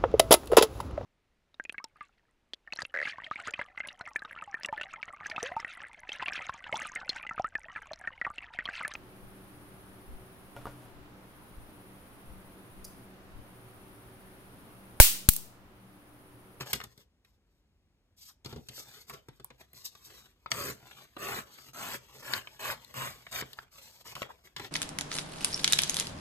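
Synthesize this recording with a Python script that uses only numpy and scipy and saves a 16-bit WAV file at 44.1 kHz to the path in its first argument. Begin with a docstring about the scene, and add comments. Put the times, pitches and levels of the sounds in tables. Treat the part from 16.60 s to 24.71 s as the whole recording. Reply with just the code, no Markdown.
"""A craft desk in a small, quiet room, heard through two close microphone ports above it.
A metal ruler is laid on old paper and a card folder is slid away: knocks, friction hiss, rustle.
A strip is torn off along the ruler in seven short pulls: fibres break in dense crackle,
the stiff sheet buckles with snaps and the desk drums. The strip is lifted and turned over."""
import sys
import numpy as np
from scipy import signal
from scipy.fft import rfft, irfft, next_fast_len
from scipy.io import wavfile
from scipy.ndimage import uniform_filter1d

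SR = 44100
rng = np.random.default_rng(int(sys.argv[2]) if len(sys.argv) > 2 else 0)


def wav_out(sig):
    """Save sig, one row per channel (or a flat mono array), as 16-bit PCM at SR to the path in sys.argv[1]."""
    wavfile.write(sys.argv[1], SR, np.round(np.clip(np.atleast_2d(sig).T, -1, 1) * 32767).astype(np.int16))


N = 357651
TIME = np.arange(N) / SR
TAPS = 4096
HZ = np.fft.rfftfreq(TAPS, 1 / SR)


def amp(db):
    """Decibels to gain."""
    return 10 ** (np.asarray(db) / 20)


def decay(t, t60_s):
    """Gain falling 60 dB per t60_s."""
    return amp(-60 * t / t60_s)


def unit(x):
    """Scale to rms 1."""
    return x / np.sqrt(np.mean(x ** 2) + 1e-20)


def struck(x, span_s):
    """Scale a blow to the energy of rms 1 held for span_s."""
    return x / np.sqrt(np.sum(x ** 2) / (span_s * SR) + 1e-20)


def curve(points, hz=HZ):
    """Interpolate (frequency, value) points on a log-frequency axis."""
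    point_hz, value = np.transpose(points)
    return np.interp(np.log(hz + 1), np.log(point_hz + 1), value)


def hump_db(centre_hz, db_per_octave):
    """Spectrum falling away on both sides of centre_hz."""
    return -db_per_octave * abs(np.log2((HZ + 1) / centre_hz))


def add(mix, start_s, sound):
    """Mix a sound in at start_s."""
    part = mix[max(round(start_s * SR), 0):][:len(sound)]
    part += sound[:len(part)]


def colour(x, shape_db):
    """Minimum-phase filter: rings after a click, never before."""
    log_gain = np.log(amp(np.maximum(shape_db, -100)))
    mirrored = np.concatenate([log_gain, log_gain[-2:0:-1]])
    spectrum = np.exp(np.conj(signal.hilbert(mirrored)))[:len(HZ)]
    return signal.oaconvolve(x, irfft(spectrum))[:len(x)]


def wander(rate_hz):
    """Smooth noise up to about rate_hz, rms 1."""
    hz = np.fft.rfftfreq(N, 1 / SR)
    return unit(irfft(rfft(rng.standard_normal(N)) / (1 + (hz / rate_hz) ** 4), N))


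def crackle(per_s, spread_db):
    """Randomly timed clicks, mostly small, a few large."""
    size = amp(spread_db * np.minimum(rng.exponential(1, N), 4))
    polarity = rng.choice([-1., 1.], N)
    return unit(size * polarity * (rng.random(N) < per_s / SR))


def burst(t, t60_s, shape_db):
    """Dying cluster of contacts, coloured by what it strikes."""
    return colour(rng.standard_normal(len(t)) * decay(t, t60_s), shape_db)


def flexing(x, depth_db, hold_s):
    """Shifting resonances of a bending sheet; output rms 1."""
    _, frame_s, spectra = signal.stft(x, SR, nperseg=512, noverlap=384)
    hold_frames = max(int(hold_s / frame_s[1]), 1)
    ripple = uniform_filter1d(rng.standard_normal(spectra.shape), size=4, axis=0)
    ripple = unit(uniform_filter1d(ripple, hold_frames, axis=1))
    _, flexed = signal.istft(spectra * amp(depth_db * ripple), SR, nperseg=512, noverlap=384)
    return unit(flexed[:N])


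def stroke(length_s, rise_s, t60_s, swell_db, bite=0):
    """Speed of a hand movement: rises from the fraction bite, swells or fades, runs out."""
    t = np.arange(0, length_s + t60_s, 1 / SR)
    rise = bite + (1 - bite) * np.minimum(t / rise_s, 1)
    swell = amp(swell_db * (np.minimum(t / length_s, 1) - .5))
    return rise * swell * decay(np.maximum(t - length_s, 0), t60_s)


# Room air spectrum: (frequency [Hz], gain [dB])
AIR_SPECTRUM = [(20, -21), (50, 4), (90, -4), (130, -10.5), (220, -13), (500, -22.5), (1200, -30.5),
                (2500, -32), (6000, -39), (15000, -48.5)]
# Each port's own air against the shared part: (frequency [Hz], gain [dB])
AIR_PER_PORT = [(100, -15), (500, -10), (3000, -3)]


def air(level_db=-70):
    """Low building murmur shared by both ports, and faint hiss that differs between them."""
    shared, left, right = rng.standard_normal((3, N))
    ports = [shared + colour(own, curve(AIR_PER_PORT)) for own in (left, right)]
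    return amp(level_db) * unit(np.array([colour(port, curve(AIR_SPECTRUM)) for port in ports]))


# Room decay: (frequency [Hz], t60 [s])
ROOM_T60 = [(100, 0.27), (500, 0.37), (2000, 0.19), (6000, 0.23), (15000, 0.022)]


def room(x, level_db=-16, delay_s=0.008):
    """Short tail of the small room at one port."""
    t = np.arange(SR // 2) / SR
    hz, frame_s, spectra = signal.stft(rng.standard_normal(len(t)) * (t > delay_s), SR, nperseg=256)
    spectra *= decay(frame_s, curve(ROOM_T60, hz)[:, None])
    tail = signal.istft(spectra, SR, nperseg=256)[1][:len(t)]
    return amp(level_db) * signal.oaconvolve(x, tail / np.linalg.norm(tail))[:N]


# Near echo spectrum: (frequency [Hz], gain [dB])
ECHO_SPECTRUM = [(100, -15.5), (400, -4.5), (850, 2), (2000, -3), (4500, 3.5), (7500, -7), (15000, -25.5)]


def reflections(x, t60_s=0.028, delay_s=0.0004, hop=4096):
    """Changing echoes off moving hands, strip and desk things, plus their room tail."""
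    t = np.arange(SR // 20) / SR
    window = np.sin(np.pi * np.arange(2 * hop) / (2 * hop))
    echoes = np.zeros(N)
    for start in range(0, N, hop):
        piece = x[start:start + 2 * hop]
        taps = rng.standard_normal(len(t)) * decay(t, t60_s) * (t > delay_s)
        taps /= np.linalg.norm(taps)
        add(echoes, start / SR, signal.fftconvolve(piece * window[:len(piece)], taps))
    return colour(echoes, curve(ECHO_SPECTRUM)) + room(echoes)


# Paper squeaks: (time [s], length [s], start pitch [Hz], end pitch [Hz], level [dB])
SQUEAKS = [(1.678, 0.043, 1390, 1220, -67), (2.503, 0.017, 1230, 1180, -52),
           (2.542, 0.032, 1250, 1210, -61), (7.523, 0.016, 740, 646, -56.5),
           (7.559, 0.027, 770, 590, -50.5), (7.687, 0.034, 870, 1100, -51.5)]


def squeaks(width_hz=600):
    """Paper sticks and slips, driving one gliding resonance of the sheet."""
    out = np.zeros(N)
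    pole = np.exp(-np.pi * width_hz / SR)
    for start_s, length_s, start_hz, end_hz, level_db in SQUEAKS:
        hz = np.linspace(start_hz, end_hz, round(length_s * SR))
        carrier = np.exp(2j * np.pi * np.cumsum(hz) / SR)
        slips = rng.standard_normal(SR // 4)[:len(hz)]
        ring = (carrier * signal.lfilter([1], np.poly([pole, pole]), slips / carrier)).real
        add(out, start_s, amp(level_db) * unit(ring * signal.windows.tukey(len(hz), .5)))
    return out


# Desk top response: (frequency [Hz], gain [dB])
DESK_SPECTRUM = [(25, -43.5), (60, -5.5), (100, -8), (130, 3), (160, -9), (250, -10.5), (400, -16.5),
                 (900, -29), (3000, -64)]


def desk_rumble(drive):
    """Low response of the desk top to a force, rms 1."""
    return unit(colour(drive, curve(DESK_SPECTRUM)))


def desk_thump(t, mode_hz=130, mode_t60_s=0.12, thud_t60_s=0.16):
    """A blow excites the desk's lowest mode and a dull thud."""
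    mode = unit(np.sin(2 * np.pi * mode_hz * t) * decay(t, mode_t60_s))
    thud = desk_rumble(rng.standard_normal(len(t)) * decay(t, thud_t60_s))
    return struck(mode + thud, span_s=0.028)


# How freely the strip hangs: (time [s], freedom [0-1])
STRIP_FREEDOM = [(4.0, 0.03), (4.7, 0.37), (5.3, 0.33), (6.0, 0.93)]


def strip(drive, held_db, free_db):
    """The strip's spectrum fades from held to free as it comes loose."""
    freedom = np.interp(TIME, *np.transpose(STRIP_FREEDOM))
    return (1 - freedom) * unit(colour(drive, held_db)) + freedom * unit(colour(drive, free_db))


# Hand, ruler, folder or strip on paper: (time [s], length [s], rustle [dB], hiss [dB], swell [dB])
RUB_STROKES = [(0.0, 0.049, -39.5, -45.5, -34.5), (0.051, 0.067, -48, -46.5, 3),
               (0.133, 0.018, -47.5, -41, 4.5), (0.153, 0.27, -74, -68, -25), (0.378, 0.036, -65, -63, -3),
               (0.637, 0.11, -86, -80, -3.5), (0.86, 0.14, -93.5, -86, 5), (1.562, 0.13, -81.5, -56, 12),
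               (1.843, 0.15, -57, -59, -13.5), (1.994, 0.08, -85, -66.5, 0), (2.131, 0.1, -78, -48.5, -9),
               (2.097, 0.29, -61, -57, 1.5), (2.394, 0.027, -64, -53.5, 0), (2.464, 0.051, -62, -55.5, 1),
               (2.52, 0.036, -49, -54, -1), (2.74, 0.028, -80, -70, -2), (2.975, 0.04, -60, -63, 6),
               (3.139, 0.15, -66, -56.5, -6.5), (3.238, 0.018, -67, -39, 1), (3.313, 0.3, -66, -61, 7.5),
               (3.434, 0.024, -75, -48.5, -3), (3.565, 0.15, -68, -67, -10),
               (4.121, 0.32, -61.5, -62.5, 12), (4.453, 0.12, -72.5, -74, 5), (4.81, 0.15, -64.5, -65, 3),
               (4.902, 0.19, -62, -56.5, 1.5), (5.367, 0.24, -63, -62.5, 17), (5.77, 1.254, -62, -62.5, 1),
               (7.102, 0.085, -65, -59, 16), (7.197, 0.22, -64, -58, -10),
               (7.441, 0.078, -53.5, -50.5, 1.5), (7.553, 0.076, -53.5, -51, 3),
               (7.68, 0.17, -70.5, -73, -20), (7.827, 0.048, -63, -64, 11), (7.965, 0.096, -50.5, -56, 0.5)]


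def rub_gains(sleeves_from_s=1.85, sleeves_db=(-79, -79.5), settle_db=-17.5, settle_t60_s=0.3):
    """Rustle and hiss gains: sleeves, rubs and the sheet settling after blows add in power."""
    rustle_power, hiss_power = (amp(db) ** 2 * (TIME > sleeves_from_s) for db in sleeves_db)
    for start_s, length_s, rustle_db, hiss_db, swell_db in RUB_STROKES:
        speed = stroke(length_s, rise_s=0.02, t60_s=0.11, swell_db=swell_db)
        add(rustle_power, start_s, (amp(rustle_db) * speed) ** 2)
        add(hiss_power, start_s, (amp(hiss_db) * speed) ** 2)
    settling = amp(settle_db) * decay(np.arange(SR // 3) / SR, settle_t60_s)
    for start_s, _, blow_db, *_ in DESK_KNOCKS + SHEET_SNAPS:
        add(rustle_power, start_s, (amp(blow_db) * settling) ** 2)
    return np.sqrt(rustle_power), np.sqrt(hiss_power)


# Paper rustle, its change on a free strip, friction hiss: (frequency [Hz], gain [dB])
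RUSTLE_SPECTRUM = [(30, -15), (120, -7.5), (300, 0.5), (700, -1.5), (1200, -0.5), (2200, -0.5),
                   (3500, -1.5), (8000, -36.5)]
FREE_STRIP_EQ = [(150, -4.5), (300, -5), (600, 6.5), (1000, 0), (2000, 4.5), (4000, 0)]
HISS_SPECTRUM = [(500, -24.5), (2000, -12), (3600, -3), (5500, 1), (7500, 0), (10000, -4.5), (13000, 2),
                 (15500, -7)]


def rubbing(desk_db=-7, grip_db=2.1, tick_db=-9):
    """Paper on paper and skin: friction hiss, crinkles, stray ticks and desk rumble."""
    grip = unit(amp(grip_db * wander(rate_hz=34)))
    rustle_gain, hiss_gain = rub_gains()
    crinkles = crackle(per_s=1500, spread_db=3) + amp(tick_db) * crackle(per_s=40, spread_db=2.5)
    flat_db = curve(RUSTLE_SPECTRUM)
    rustle = strip(crinkles, held_db=flat_db, free_db=flat_db + curve(FREE_STRIP_EQ))
    rustle = flexing(rustle, depth_db=3.5, hold_s=0.051)
    friction = crackle(per_s=20000, spread_db=3.5) + 0.13 * crinkles
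    hiss = unit(colour(friction, curve(HISS_SPECTRUM)))
    rumble = amp(desk_db) * desk_rumble(rng.standard_normal(N))
    return grip * (rustle_gain * (rustle + rumble) + hiss_gain * hiss)


# Crack spectrum: (frequency [Hz], gain [dB])
CRACK_SPECTRUM = [(300, -27), (1500, -19.5), (3800, 2), (5500, 1), (8000, -0.5), (12000, -1.5), (15500, -6)]


def crack(t, t60_s, shelf_db, shelf_hz=8000):
    """Bright onset of a knock or snap, with a treble shelf."""
    shelf = HZ ** 4 / (HZ ** 4 + shelf_hz ** 4)
    return struck(burst(t, t60_s, curve(CRACK_SPECTRUM) + shelf_db * shelf), span_s=0.0073)


# Ruler, folder, fingers and strip hit the desk:
# (time [s], centre [Hz], clack [dB], tick [dB], thump before trim [dB], tick shelf [dB])
DESK_KNOCKS = [(0.008, 1340, -38.5, -39, -41, -18), (0.131, 2950, -32, -24, -63, 14),
               (0.1336, 1900, -36.5, -32, -40, -4), (0.2385, 920, -50, -42.5, -51.5, 5),
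               (0.3765, 1760, -65, -56, -57.5, 6.5), (0.6479, 2390, -66, -68.5, -84, 3),
               (1.847, 365, -56.5, -47.5, -53, -16), (1.859, 348, -47.5, -46.5, -41.5, -11),
               (1.926, 357, -44.5, -52.5, -42, -10), (1.9608, 356, -54, -55, -40, -27),
               (2.086, 4500, -47.5, -43.5, -50, -5), (2.179, 463, -52.5, -66, -85, 9),
               (2.497, 1100, -43.5, -42.5, -58, 11), (2.6849, 363, -48.5, -56, -51, -1),
               (2.798, 355, -55, -60.5, -54.5, -6), (2.903, 890, -52, -62, -60, -8),
               (3.132, 2000, -63, -49, -61, 33), (3.351, 1200, -57.5, -56.5, -68, -2),
               (3.501, 1210, -59, -65, -68, -10), (4.227, 494, -60, -75, -57, -1),
               (4.5661, 364, -42, -59, -66, 9), (4.985, 1300, -54, -64, -66, 1),
               (5.085, 1970, -58.5, -59, -56, 19), (6.823, 745, -39.5, -65, -44, -10),
               (7.455, 890, -55, -58, -63, 14), (7.5528, 3150, -43.5, -45, -53, 1),
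               (7.652, 620, -55, -70, -76, -10), (7.9635, 2900, -39.5, -43.5, -53.5, -12),
               (7.9963, 1070, -40, -47, -47, -10), (8.045, 1240, -46, -51, -56, -15)]


def knocks(thump_trim_db=-1):
    """Flat things land on the cutting mat: damped clack, tick and desk thump."""
    out, t = np.zeros(N), np.arange(SR // 5) / SR
    for start_s, centre_hz, clack_db, tick_db, thump_db, shelf_db in DESK_KNOCKS:
        shape_db = curve(RUSTLE_SPECTRUM) + hump_db(centre_hz, db_per_octave=5)
        clack = amp(clack_db) * struck(burst(t, t60_s=0.043, shape_db=shape_db), span_s=0.01)
        tick = amp(tick_db) * crack(t, t60_s=0.031, shelf_db=shelf_db)
        thump = amp(thump_db + thump_trim_db) * desk_thump(t)
        add(out, start_s, clack + tick + thump)
    return out


# Radiating sheet: (frequency [Hz], gain [dB])
SHEET_SPECTRUM = [(30, -24.5), (100, -28.5), (200, -8.5), (330, -11), (600, 0.5), (850, -4.5), (1250, -0.5),
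                  (2000, -2.5), (3000, -3.5), (4500, -22), (9000, -35.5)]
# The sheet buckles or a tough bundle gives way:
# (time [s], mid-glide pitch [Hz], ring [dB], crack [dB], crack shelf [dB])
SHEET_SNAPS = [(0.2027, 1590, -43.5, -55, -5), (0.214, 1600, -45, -53, 1), (2.8455, 975, -56.5, -36, 36),
               (3.8608, 1120, -43, -61, -29), (3.9168, 2100, -30, -27.5, -23),
               (4.3123, 1873, -54.5, -60, -7), (4.685, 1190, -43, -37, 28), (5.345, 1660, -45, -52, 0),
               (5.7357, 1760, -31.5, -30, -18.5), (5.8726, 2430, -44.5, -75, -11),
               (6.1014, 1450, -33, -52, 6), (6.247, 1020, -71, -51, 2), (6.342, 1320, -48.5, -48, 11),
               (6.421, 1360, -41, -61, 1), (6.667, 2010, -46, -66, -11), (6.7276, 2280, -48, -44, 0),
               (6.76, 2600, -37.5, -63, -4), (6.813, 1980, -41, -43, -7), (6.932, 2900, -56, -46.5, 0),
               (6.9881, 1530, -40.5, -56, -24), (7.565, 1130, -47, -51, 2), (7.6196, 650, -36.5, -38, -36),
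               (7.629, 2110, -39, -55, -3)]


def snaps(ring_t60_s=0.0095, sag=0.16, sag_s=0.00095, thump_db=-23):
    """A paper patch flips: a crack and a short ring that sinks as the tension goes."""
    out, t = np.zeros(N), np.arange(SR // 5) / SR
    glide = 1 + sag * (2 * np.exp(-t / sag_s) - 1)
    for start_s, pitch_hz, ring_db, crack_db, shelf_db in SHEET_SNAPS:
        cycles = np.cumsum(pitch_hz * glide) / SR
        patch = unit(np.sin(2 * np.pi * cycles) * decay(t, ring_t60_s))
        shape_db = curve(SHEET_SPECTRUM) + hump_db(pitch_hz, db_per_octave=4)
        flutter = unit(burst(t, t60_s=0.019, shape_db=shape_db))
        ring = amp(ring_db) * struck(patch + 0.64 * flutter, span_s=0.014)
        onset = amp(crack_db) * crack(t, t60_s=0.0039, shelf_db=shelf_db)
        thump = amp(ring_db + thump_db) * desk_thump(t)
        add(out, start_s, ring + onset + thump)
    return out


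# Pulls on the strip: (time [s], length [s], speed rise [s], speed t60 [s], speed swell [dB],
# sheet [dB], fizz [dB], desk before trim [dB])
TEAR_PULLS = [(3.905, 0.2, 0.099, 0.15, -1.5, -40, -39.5, -46),
              (4.581, 0.21, 0.053, 0.14, 2.5, -39.5, -43, -54), (5.133, 0.22, 0.066, 0.1, 4, -42, -43, -58),
              (5.625, 0.15, 0.12, 0.14, 1.5, -39, -42, -53),
              (5.993, 0.13, 0.073, 0.1, -0.5, -36.5, -40, -49),
              (6.34, 0.13, 0.032, 0.31, 0, -40, -42.5, -46),
              (6.712, 0.098, 0.012, 0.036, 5, -42.5, -40, -55)]


def pull_gains(bite=0.31, sheet_exponent=1.24, desk_exponent=1.3, desk_linger_s=0.24):
    """Pull speed drives sheet, fibres and desk; the sheet builds later, the desk dies slowly."""
    sheet, fizz, desk = np.zeros((3, N))
    for start_s, length_s, rise_s, t60_s, swell_db, sheet_db, fizz_db, desk_db in TEAR_PULLS:
        speed = stroke(length_s, rise_s, t60_s, swell_db, bite)
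        tug = stroke(length_s, rise_s, t60_s + desk_linger_s, swell_db, bite)
        add(sheet, start_s, amp(sheet_db) * speed ** sheet_exponent)
        add(fizz, start_s, amp(fizz_db) * speed)
        add(desk, start_s, amp(desk_db) * tug ** desk_exponent)
    return sheet, fizz, desk


# Added body of a short, taut strip; fibre fizz: (frequency [Hz], gain [dB])
TAUT_STRIP_EQ = [(80, 20), (200, 11), (400, 7.5), (750, -6.5), (1200, 1), (2000, -1), (3000, -6),
                 (6000, 8.5)]
FIZZ_SPECTRUM = [(300, -18.5), (1500, -13), (3000, -8.5), (4200, -3), (5600, -3), (7500, 0), (10000, -5.5),
                 (13000, 0.5), (15500, -5)]


def tear(catch_db=1.18, desk_trim_db=-1):
    """The tear catches and runs: breaking bundles shake the sheet, single fibres fizz."""
    catching = unit(amp(catch_db * wander(rate_hz=490)))
    bundles = catching * crackle(per_s=3200, spread_db=2.5)
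    fibres = unit(catching * crackle(per_s=9800, spread_db=3.5) + 0.45 * bundles)
    sheet_db = curve(SHEET_SPECTRUM)
    sheet = strip(bundles, held_db=sheet_db + curve(TAUT_STRIP_EQ), free_db=sheet_db)
    sheet = flexing(sheet, depth_db=0.5, hold_s=0.11)
    fizz = flexing(colour(fibres, curve(FIZZ_SPECTRUM)), depth_db=3.5, hold_s=0.016)
    drumming = amp(desk_trim_db) * desk_rumble(bundles)  # driven through the ruler
    sheet_gain, fizz_gain, desk_gain = pull_gains()
    return sheet_gain * sheet + fizz_gain * fizz + desk_gain * drumming


# Ruler and sheet on the cutting mat: (centre [Hz], width [Hz], gain [dB])
MAT_RESONANCES = [(134.6, 3.4, 3.5), (407, 63, 5), (626, 6.1, 0.5), (1120, 46, 2.5), (1410, 56, 0),
                  (1860, 35, -3), (2043, 72, 0), (4130, 1900, 1), (8040, 1200, 1.5)]


def scene(level_db=-2):
    """All desk sounds share the resonances and reach each port directly and by reflection."""
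    peaks_db = sum(db / (1 + (2 * (HZ - hz) / width_hz) ** 2) for hz, width_hz, db in MAT_RESONANCES)
    sources = tear() + rubbing() + snaps() + knocks() + squeaks()
    direct = amp(level_db) * colour(sources, peaks_db)
    return np.array([direct + reflections(direct) for _ in range(2)]) + air()


# Phase between ports: (frequency [Hz], left lead [rad])
LEFT_LEAD = [(0, 0), (900, .3), (2000, 1.4), (3700, 3), (5600, 3.3), (6500, .3), (7600, 0), (9900, -3.1),
             (12800, -6.3), (15600, -9.4)]
# Level between ports: (frequency [Hz], left minus right [dB])
LEFT_EXCESS = [(100, 0.5), (350, -1), (900, 4.5), (1400, 1.5), (2700, 0), (4100, 5.5), (5500, 6),
               (6500, -0.5), (8000, 0)]


def record(dry, low_cut_hz=40, high_cut_hz=15850):
    """Two microphone ports, differing in phase and level, band-limited."""
    size = next_fast_len(N + TAPS)
    hz = np.fft.rfftfreq(size, 1 / SR)
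    left = amp(curve(LEFT_EXCESS, hz) / 2) * np.exp(.5j * curve(LEFT_LEAD, hz))
    highpass = 1j * hz / (1j * hz + low_cut_hz)
    ports = irfft(rfft(dry, size) * highpass * np.array([left, 1 / left]), size)[:, :N]
    lowpass = signal.firwin(511, high_cut_hz, window=("kaiser", 9), fs=SR)
    return signal.oaconvolve(ports, lowpass[None], "same")


dry = scene()
out = record(dry)
wav_out(out)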